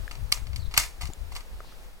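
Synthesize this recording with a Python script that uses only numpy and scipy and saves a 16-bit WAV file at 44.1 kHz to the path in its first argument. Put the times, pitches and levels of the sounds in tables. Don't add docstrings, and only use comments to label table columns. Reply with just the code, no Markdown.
import sys
import numpy as np
from scipy import signal
from scipy.fft import rfft, irfft
from scipy.io import wavfile
from scipy.ndimage import uniform_filter1d

SR = 44100
rng = np.random.default_rng(int(sys.argv[2]) if len(sys.argv) > 2 else 0)


def master(y):
    cut = np.clip(np.atleast_2d(y).T, -1, 1)
    pcm = np.round(cut * 32767)
    wavfile.write(sys.argv[1], SR, pcm.astype(np.int16))


N = 88200
T, HZ = np.arange(N) / SR, np.fft.rfftfreq(N, 1 / SR)

# (frequency [Hz], relative level [dB])
LEAVES_SPECTRUM = [(30, 7.5), (150, 4), (300, -3), (480, 0), (4800, -10.5), (6500, -14.5), (15500, -19)]
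# (time [s], level [dB])
LEAVES_LEVEL = [(0, -49.5), (.5, -52.5), (1.85, -52), (1.97, -55.5)]
# (frequency [Hz], left-right correlation [-1 to 1])
LEAVES_LIKENESS = [(100, 0.71), (700, 0.67), (1500, 0.15), (3200, -0.46), (6000, 0.68), (12000, 1)]
LEAVES_BALANCE_DB = 0.5

# (time [s], left level [dB], right level [dB])
GUST_LEVELS = [(0, -27.5, -41), (.12, -38.5, -52), (0.218, -27, -43), (.32, -33.5, -46), (.42, -31.5, -45),
               (.55, -28, -45), (0.691, -29.5, -48), (.73, -38, -38.5), (.79, -30.5, -43.5),
               (0.942, -43.5, -44), (1.048, -27.5, -45.5), (1.15, -44.5, -51), (1.22, -29, -42),
               (1.28, -36, -50), (1.33, -33, -36), (1.46, -42.5, -47.5), (1.551, -38, -34),
               (1.64, -44, -47), (1.88, -41, -45.5), (2., -49.5, -49)]
# (frequency [Hz], relative level [dB])
WIND_SPECTRUM = [(10, -8), (25, -3.5), (50, 1), (80, -5), (120, -9), (170, -26.5), (250, -43), (400, -50),
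                 (1000, -97), (3000, -101)]
WIND_REFERENCE_DB, WIND_OCTAVES_PER_DB = -30, 0.1047
# (time [s], level [dB], time scale [s], left minus right [dB])
PRESSURE_THUMPS = [(.42, -31.5, 0.0053, 12), (.678, -32, 0.0084, 20), (1.0915, -30, 0.0034, 17.5)]

# (frequency [Hz], 60 dB decay time [s])
TREES_DECAY = [(800, 0.25), (15000, 0.21)]
# (frequency [Hz], relative level [dB])
TREES_SPECTRUM = [(100, -45), (300, -21), (500, -20), (750, -11), (1200, -7), (1700, -10.5), (2200, -1),
                  (3400, -8.5), (4800, -6), (7500, -7.5), (10000, -11), (15000, -18.5)]
# (frequency [Hz], left-right correlation [-1 to 1])
TREES_LIKENESS = [(200, 0.61), (1400, 0.7), (3100, 0), (6500, 1), (12000, 1)]
TREES_PATCHY_DB, TREES_ONSET_S = 3, 0.0023

# (time [s], length [s], start frequency [Hz], end frequency [Hz], level [dB], waver [Hz])
BIRD_NOTES = [(0.589, 0.022, 4800, 4150, -51, 150), (0.616, 0.024, 4480, 3760, -51.5, 150),
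              (0.643, 0.032, 4100, 3710, -54.5, 400), (1.639, .05, 4710, 4270, -57.5, 590),
              (1.673, 0.062, 4500, 3890, -58, 990)]
BIRD_SCATTER_DB = 5

# (time [s], level [dB], ring frequency [Hz], ring 60 dB decay time [s],
# crack relative level [dB], thud relative level [dB], left minus right [dB])
DRY_TICKS = [(0.0787, -25.5, 1680, 0.0095, -18, -16, 8), (1.1013, -39.5, 797, 0.028, -9, -8, 5),
             (1.1010, -40, 310, 0.031, -28, -10, -1), (1.1346, -30, 7170, 0.0085, -9, -12.5, 10),
             (1.6043, -29.5, 1276, 0.013, -24, -4.5, 5), (1.6463, -41, 905, 0.0082, -24, -5, 17),
             (1.724, -36, 1230, 0.0063, -18, -2, 1)]
TICK_RISE_S, CRACK_T60_S = 0.0005, 0.008

# (time [s], level [dB], tilt [dB per octave])
GRIP_KNOCKS = [(0.3735, -48, -2), (1.009, -44.5, -4), (1.0134, -42, -2), (1.0205, -40, -8),
               (1.033, -43.5, 5), (1.321, -43.5, -2), (1.3566, -45, 1), (1.365, -42.5, -3), (1.381, -49, 1)]
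# (frequency [Hz], relative level [dB], 60 dB decay time [s])
BODY_MODES = [(747, -2, 0.045), (962, -1, 0.032), (1155, 2, 0.031), (2056, -3.5, 0.047)]

# (time [s], relative level [dB], time to fall 60 dB [s],
# sound from latch to slam [0 to 1], tilt [dB per octave], scatter relative level [dB])
IMPACTS = [(0.1112, -1, 0.023, 0.54, -3, -6.5), (0.154, -9, 0.018, 0.4, -2.5, -12),
           (0.3195, 2.5, 0.014, 0.87, 1, -17), (0.3225, 20, 0.018, 0.017, 0.5, -14),
           (0.3375, -3, .012, .1, 1, -8), (0.374, -7.5, 0.022, 0.44, -3.5, -19),
           (0.4695, -8, 0.017, 0.21, -3.5, -12), (0.531, -8, 0.035, 0.25, -5.5, -10),
           (0.5602, 0.5, 0.03, 0.073, 0, -11), (0.711, -8.5, 0.073, 0.12, -4, -3),
           (0.7397, 6, .018, 0.46, -3, -5.5), (0.7650, 5, 0.048, 0, -2, 3),
           (.7758, 22, 0.018, 0.85, 1.5, -10), (.7776, 19, 0.017, 0.94, -1, -6),
           (0.798, 6, 0.01, 0.7, 1, -6), (0.8022, 3.5, 0.02, 0.6, 0.5, -5),
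           (0.809, 1, 0.02, .7, -0.5, -4.5), (0.824, -2, 0.012, .5, -0.5, -3),
           (0.8337, -1.5, 0.017, 0.75, 0.5, -3), (0.8393, -3, .012, 0.63, -1, -4.5),
           (0.8494, -7, 0.011, 0.63, -1, -6), (1.009, -3.5, 0.03, 0.43, -3.5, -6),
           (1.0134, -1, 0.028, 0.42, -1, -4.5), (1.02, -1.5, 0.032, .3, 0, -6),
           (1.0313, -4.5, 0.03, 0.31, -5, -9), (1.0552, -3.5, 0.014, 0.43, -1, -6),
           (1.0705, -8.5, 0.025, 0.3, 1, -18), (1.318, -13, 0.033, 0.53, -0.5, -1),
           (1.323, -11.5, .025, 0.6, -1.5, -4.5), (1.3515, -6, 0.03, 0.34, 0.5, -2.5),
           (1.3575, -6.5, .02, 0.48, -3, -5), (1.3634, 1.5, 0.024, 0.31, -1.5, -9),
           (1.406, -9.5, .030, 0.43, -3.5, -14)]
# (frequency [Hz], level [dB])
LATCH_SPECTRUM = [(100, -20.5), (400, -25), (550, -39), (720, -11.5), (900, -25), (1170, -6), (1550, -27.5),
                  (1900, -12), (2240, 1), (2550, -15), (2950, -3), (3900, -8), (4570, 3.5), (5000, -7),
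                  (5500, -4.5), (6100, -13.5), (7500, -16), (11000, -18.5), (15500, -26)]
# (frequency [Hz], level [dB])
SLAM_SPECTRUM = [(100, -7), (300, -28.5), (500, -25), (700, -15), (1000, -12.5), (1280, 2), (1530, -2),
                 (1750, -6.5), (2000, -4), (2300, -5.5), (2850, 3), (3300, -17), (3900, -9.5), (4500, -5),
                 (5200, -12), (7700, -8.5), (9000, -16.5), (12000, -14.5), (15500, -19)]
STRIKE_RISE_SHARE = 0.015
BOUNCES_PER_S, BOUNCE_DB, BUZZ_DB = 2500, 2, -6
# (frequency [Hz], relative level [dB], 60 dB decay time [s], left minus right [dB])
SHELL_MODES = [(727, -1, .16, 0), (915, 4, .2, -6), (1235, 5, .22, 0), (1529, 0, .2, 0), (1830, -2, .16, 2),
               (2165, 4, .19, 7), (2455, 0, .17, 0), (2780, -2, .15, 0), (3850, -3, .17, 0),
               (4960, -1, .18, 0), (5895, 1, .17, 0), (6970, -1, .16, 0), (7620, 0, .18, 0),
               (8480, -1, .2, 0)]
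SHELL_DB, SLAM_RING_DB = -5, 6.5
# (frequency [Hz], left minus right [dB])
DIRECT_LEVEL_DIFFERENCE = [(300, 1.5), (700, -2), (1250, -1), (1600, 1), (2400, 5), (4400, 4), (8000, -14),
                           (11000, -4), (15000, -1)]
# (frequency [Hz], delay [ms])
LEFT_DELAY = [(700, 0.11), (5800, .16), (7500, 0.242), (15000, 0.144)]

EDGE_HZ = 16150


def amp(db):
    return 10 ** (np.asarray(db) / 20)


def evened(x):
    return x / np.sqrt(np.mean(x ** 2) + 1e-20)


def read(points, hz):
    f, value = np.transpose(points)
    return np.interp(np.log(hz + 1), np.log(f + 1), value)


def add(mix, s, sound):
    part = mix[..., round(s * SR):][..., :sound.shape[-1]]
    part += sound[..., :part.shape[-1]]


def panned(balance_db):
    return amp(np.array([[0.5], [-0.5]]) * balance_db)


def causal(db):
    log_gain = np.log(amp(np.concatenate([db, db[-2:0:-1]])))
    return np.exp(np.conj(signal.hilbert(log_gain)))[:len(db)]


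def noise_pair(colour_db, alike):
    first, independent = rfft(rng.standard_normal((2, N)))
    likeness = np.clip(read(alike, HZ), -1, 1)
    second = likeness * first + np.sqrt(1 - likeness ** 2) * independent
    return irfft(np.array([first, second]) * amp(colour_db), N)


def leaves():
    hiss = evened(noise_pair(read(LEAVES_SPECTRUM, HZ), LEAVES_LIKENESS))
    level_db = np.interp(T, *np.transpose(LEAVES_LEVEL))
    return hiss * amp(level_db) * panned(LEAVES_BALANCE_DB)


def wind():
    s, *ports = np.transpose(GUST_LEVELS)
    out = []
    for port_db in ports:
        hz, t, z = signal.stft(rng.standard_normal(N), SR, nperseg=4096, noverlap=3072)
        speed = 2 ** (WIND_OCTAVES_PER_DB * (np.interp(t, s, port_db) - WIND_REFERENCE_DB))
        z = z * amp(read(WIND_SPECTRUM, hz[:, None] / speed))
        eddies = signal.istft(z, SR, nperseg=4096, noverlap=3072)[1][:N]
        steady = eddies / np.sqrt(uniform_filter1d(eddies ** 2, size=4000) + 1e-20)
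        out.append(steady * amp(np.interp(T, s, port_db)))
    return np.array(out)


def thumps():
    out = np.zeros((2, N))
    for s, db, width, balance_db in PRESSURE_THUMPS:
        u = T[:N // 20] / width
        pulse = 2 * u * (2 - u) * np.exp(-u)
        add(out, s, amp(db) * pulse * panned(balance_db))
    return out


def trees(x):
    hz, t, z = signal.stft(noise_pair(0 * HZ, TREES_LIKENESS), SR, nperseg=256)
    uneven = uniform_filter1d(rng.standard_normal(z.shape[1:]), size=12, axis=0)
    decay_db = -60 * t / read(TREES_DECAY, hz)[:, None]
    z = z * amp(TREES_PATCHY_DB * evened(uneven) + decay_db)
    tail = signal.istft(z, SR, nperseg=256)[1][:, :N]
    tail = tail * np.minimum(T / TREES_ONSET_S, 1) ** 2
    tail = tail / np.linalg.norm(tail[0])
    tail = irfft(rfft(tail) * causal(read(TREES_SPECTRUM, HZ)), N)
    return signal.fftconvolve(x[None], tail, axes=1)[:, :N]


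def bird():
    song = np.zeros(N)
    for s, length, start_hz, end_hz, db, waver_hz in BIRD_NOTES:
        u = np.arange(0, length, 1 / SR) / length
        waver = evened(uniform_filter1d(rng.standard_normal(N), size=60))[:len(u)]
        hz = start_hz + (end_hz - start_hz) * u + waver_hz * waver
        swell = np.sin(np.pi * u) ** 0.5
        add(song, s, amp(db) * swell * np.sin(2 * np.pi * np.cumsum(hz) / SR))
    return song + amp(BIRD_SCATTER_DB) * trees(song)


def ticks():
    out, t = np.zeros((2, N)), T[:N // 20]
    for s, db, hz, t60, crack_db, thud_db, balance_db in DRY_TICKS:
        thud = amp(thud_db) * np.sin(np.pi * hz * t)
        ring = (np.sin(2 * np.pi * hz * t) + thud) * amp(-60 * t / t60)
        noise = evened(uniform_filter1d(rng.standard_normal(len(t)), size=2))
        crack = noise * amp(crack_db - 60 * t / CRACK_T60_S)
        rise = np.minimum(t / TICK_RISE_S, 1)
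        add(out, s, amp(db) * (ring + crack) * rise * panned(balance_db))
    return out


def knocks():
    out, t = np.zeros((2, N)), T[:N // 10]
    all_phases = rng.random((len(GRIP_KNOCKS), len(BODY_MODES)))
    pivot_hz = BODY_MODES[1][0]
    for (s, db, tilt_db), phases in zip(GRIP_KNOCKS, all_phases):
        ring = np.zeros(len(t))
        for (hz, mode_db, t60), phase in zip(BODY_MODES, phases):
            decay = amp(mode_db + tilt_db * np.log2(hz / pivot_hz) - 60 * t / t60)
            ring += decay * np.sin(2 * np.pi * (hz * t + phase))
        add(out, s, amp(db) * ring * np.minimum(t / TICK_RISE_S, 1))
    return out


def chatter(length, size=8192):
    t = np.arange(size) / SR
    buzz, uneven, kicks = rng.standard_normal((3, size))
    bounces = evened(kicks * (rng.random(size) < BOUNCES_PER_S / SR))
    grain = bounces + amp(BUZZ_DB) * buzz
    uneven_db = BOUNCE_DB * evened(uniform_filter1d(uneven, size=30))
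    rise = np.minimum(t / (STRIKE_RISE_SHARE * length), 1)
    z = rfft(grain * rise * amp(uneven_db - 60 * t / length))
    return z / np.sqrt(uniform_filter1d(abs(z) ** 2, size=50) + 1e-12)


def shell(x):
    t, phases = T[:N // 4], rng.random((len(SHELL_MODES), 2, 1))
    ring = np.zeros((2, len(t)))
    for (hz, db, t60, balance_db), phase in zip(SHELL_MODES, phases):
        resonance_scale = 2 * np.log(1000) / (t60 * SR)
        mode = np.sin(2 * np.pi * (hz * t + phase)) * amp(db - 60 * t / t60)
        ring += resonance_scale * mode * panned(balance_db)
    return amp(SHELL_DB) * signal.fftconvolve(x[None], ring, axes=1)[:, :N]


def gun(size=8192):
    hz = np.fft.rfftfreq(size, 1 / SR)
    direct, spread, blows = np.zeros((3, N))
    octaves = np.log2(np.maximum(hz, 300) / 3000)
    for s, db, length, slam, tilt_db, scatter_db in IMPACTS:
        contact = amp(db) * causal(tilt_db * octaves)
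        colour = causal((1 - slam) * read(LATCH_SPECTRUM, hz) + slam * read(SLAM_SPECTRUM, hz))
        snap = irfft(contact * chatter(length) * colour)[:size // 2]
        scattered = irfft(contact * chatter(length))[:size // 2]
        blow = irfft(contact)[:size // 2]
        add(direct, s, snap)
        add(spread, s, amp(scatter_db) * scattered)
        add(blows, s, amp(scatter_db + SLAM_RING_DB * slam) * blow)
    balance_db = read(DIRECT_LEVEL_DIFFERENCE, HZ)
    lag_s = read(LEFT_DELAY, HZ) / 1000
    left = amp(balance_db / 2) * np.exp(-2j * np.pi * HZ * lag_s)
    right = amp(-balance_db / 2)
    return irfft(rfft(direct) * np.array([left, right]), N) + trees(spread) + shell(blows)


def scene():
    return gun() + knocks() + ticks() + wind() + thumps() + leaves() + bird()


def record(dry):
    lowpass = signal.firwin(301, EDGE_HZ, window=("kaiser", 7), fs=SR)
    return signal.oaconvolve(np.clip(dry, -1, 1), lowpass[None], "same")


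dry = scene()
out = record(dry)
master(out)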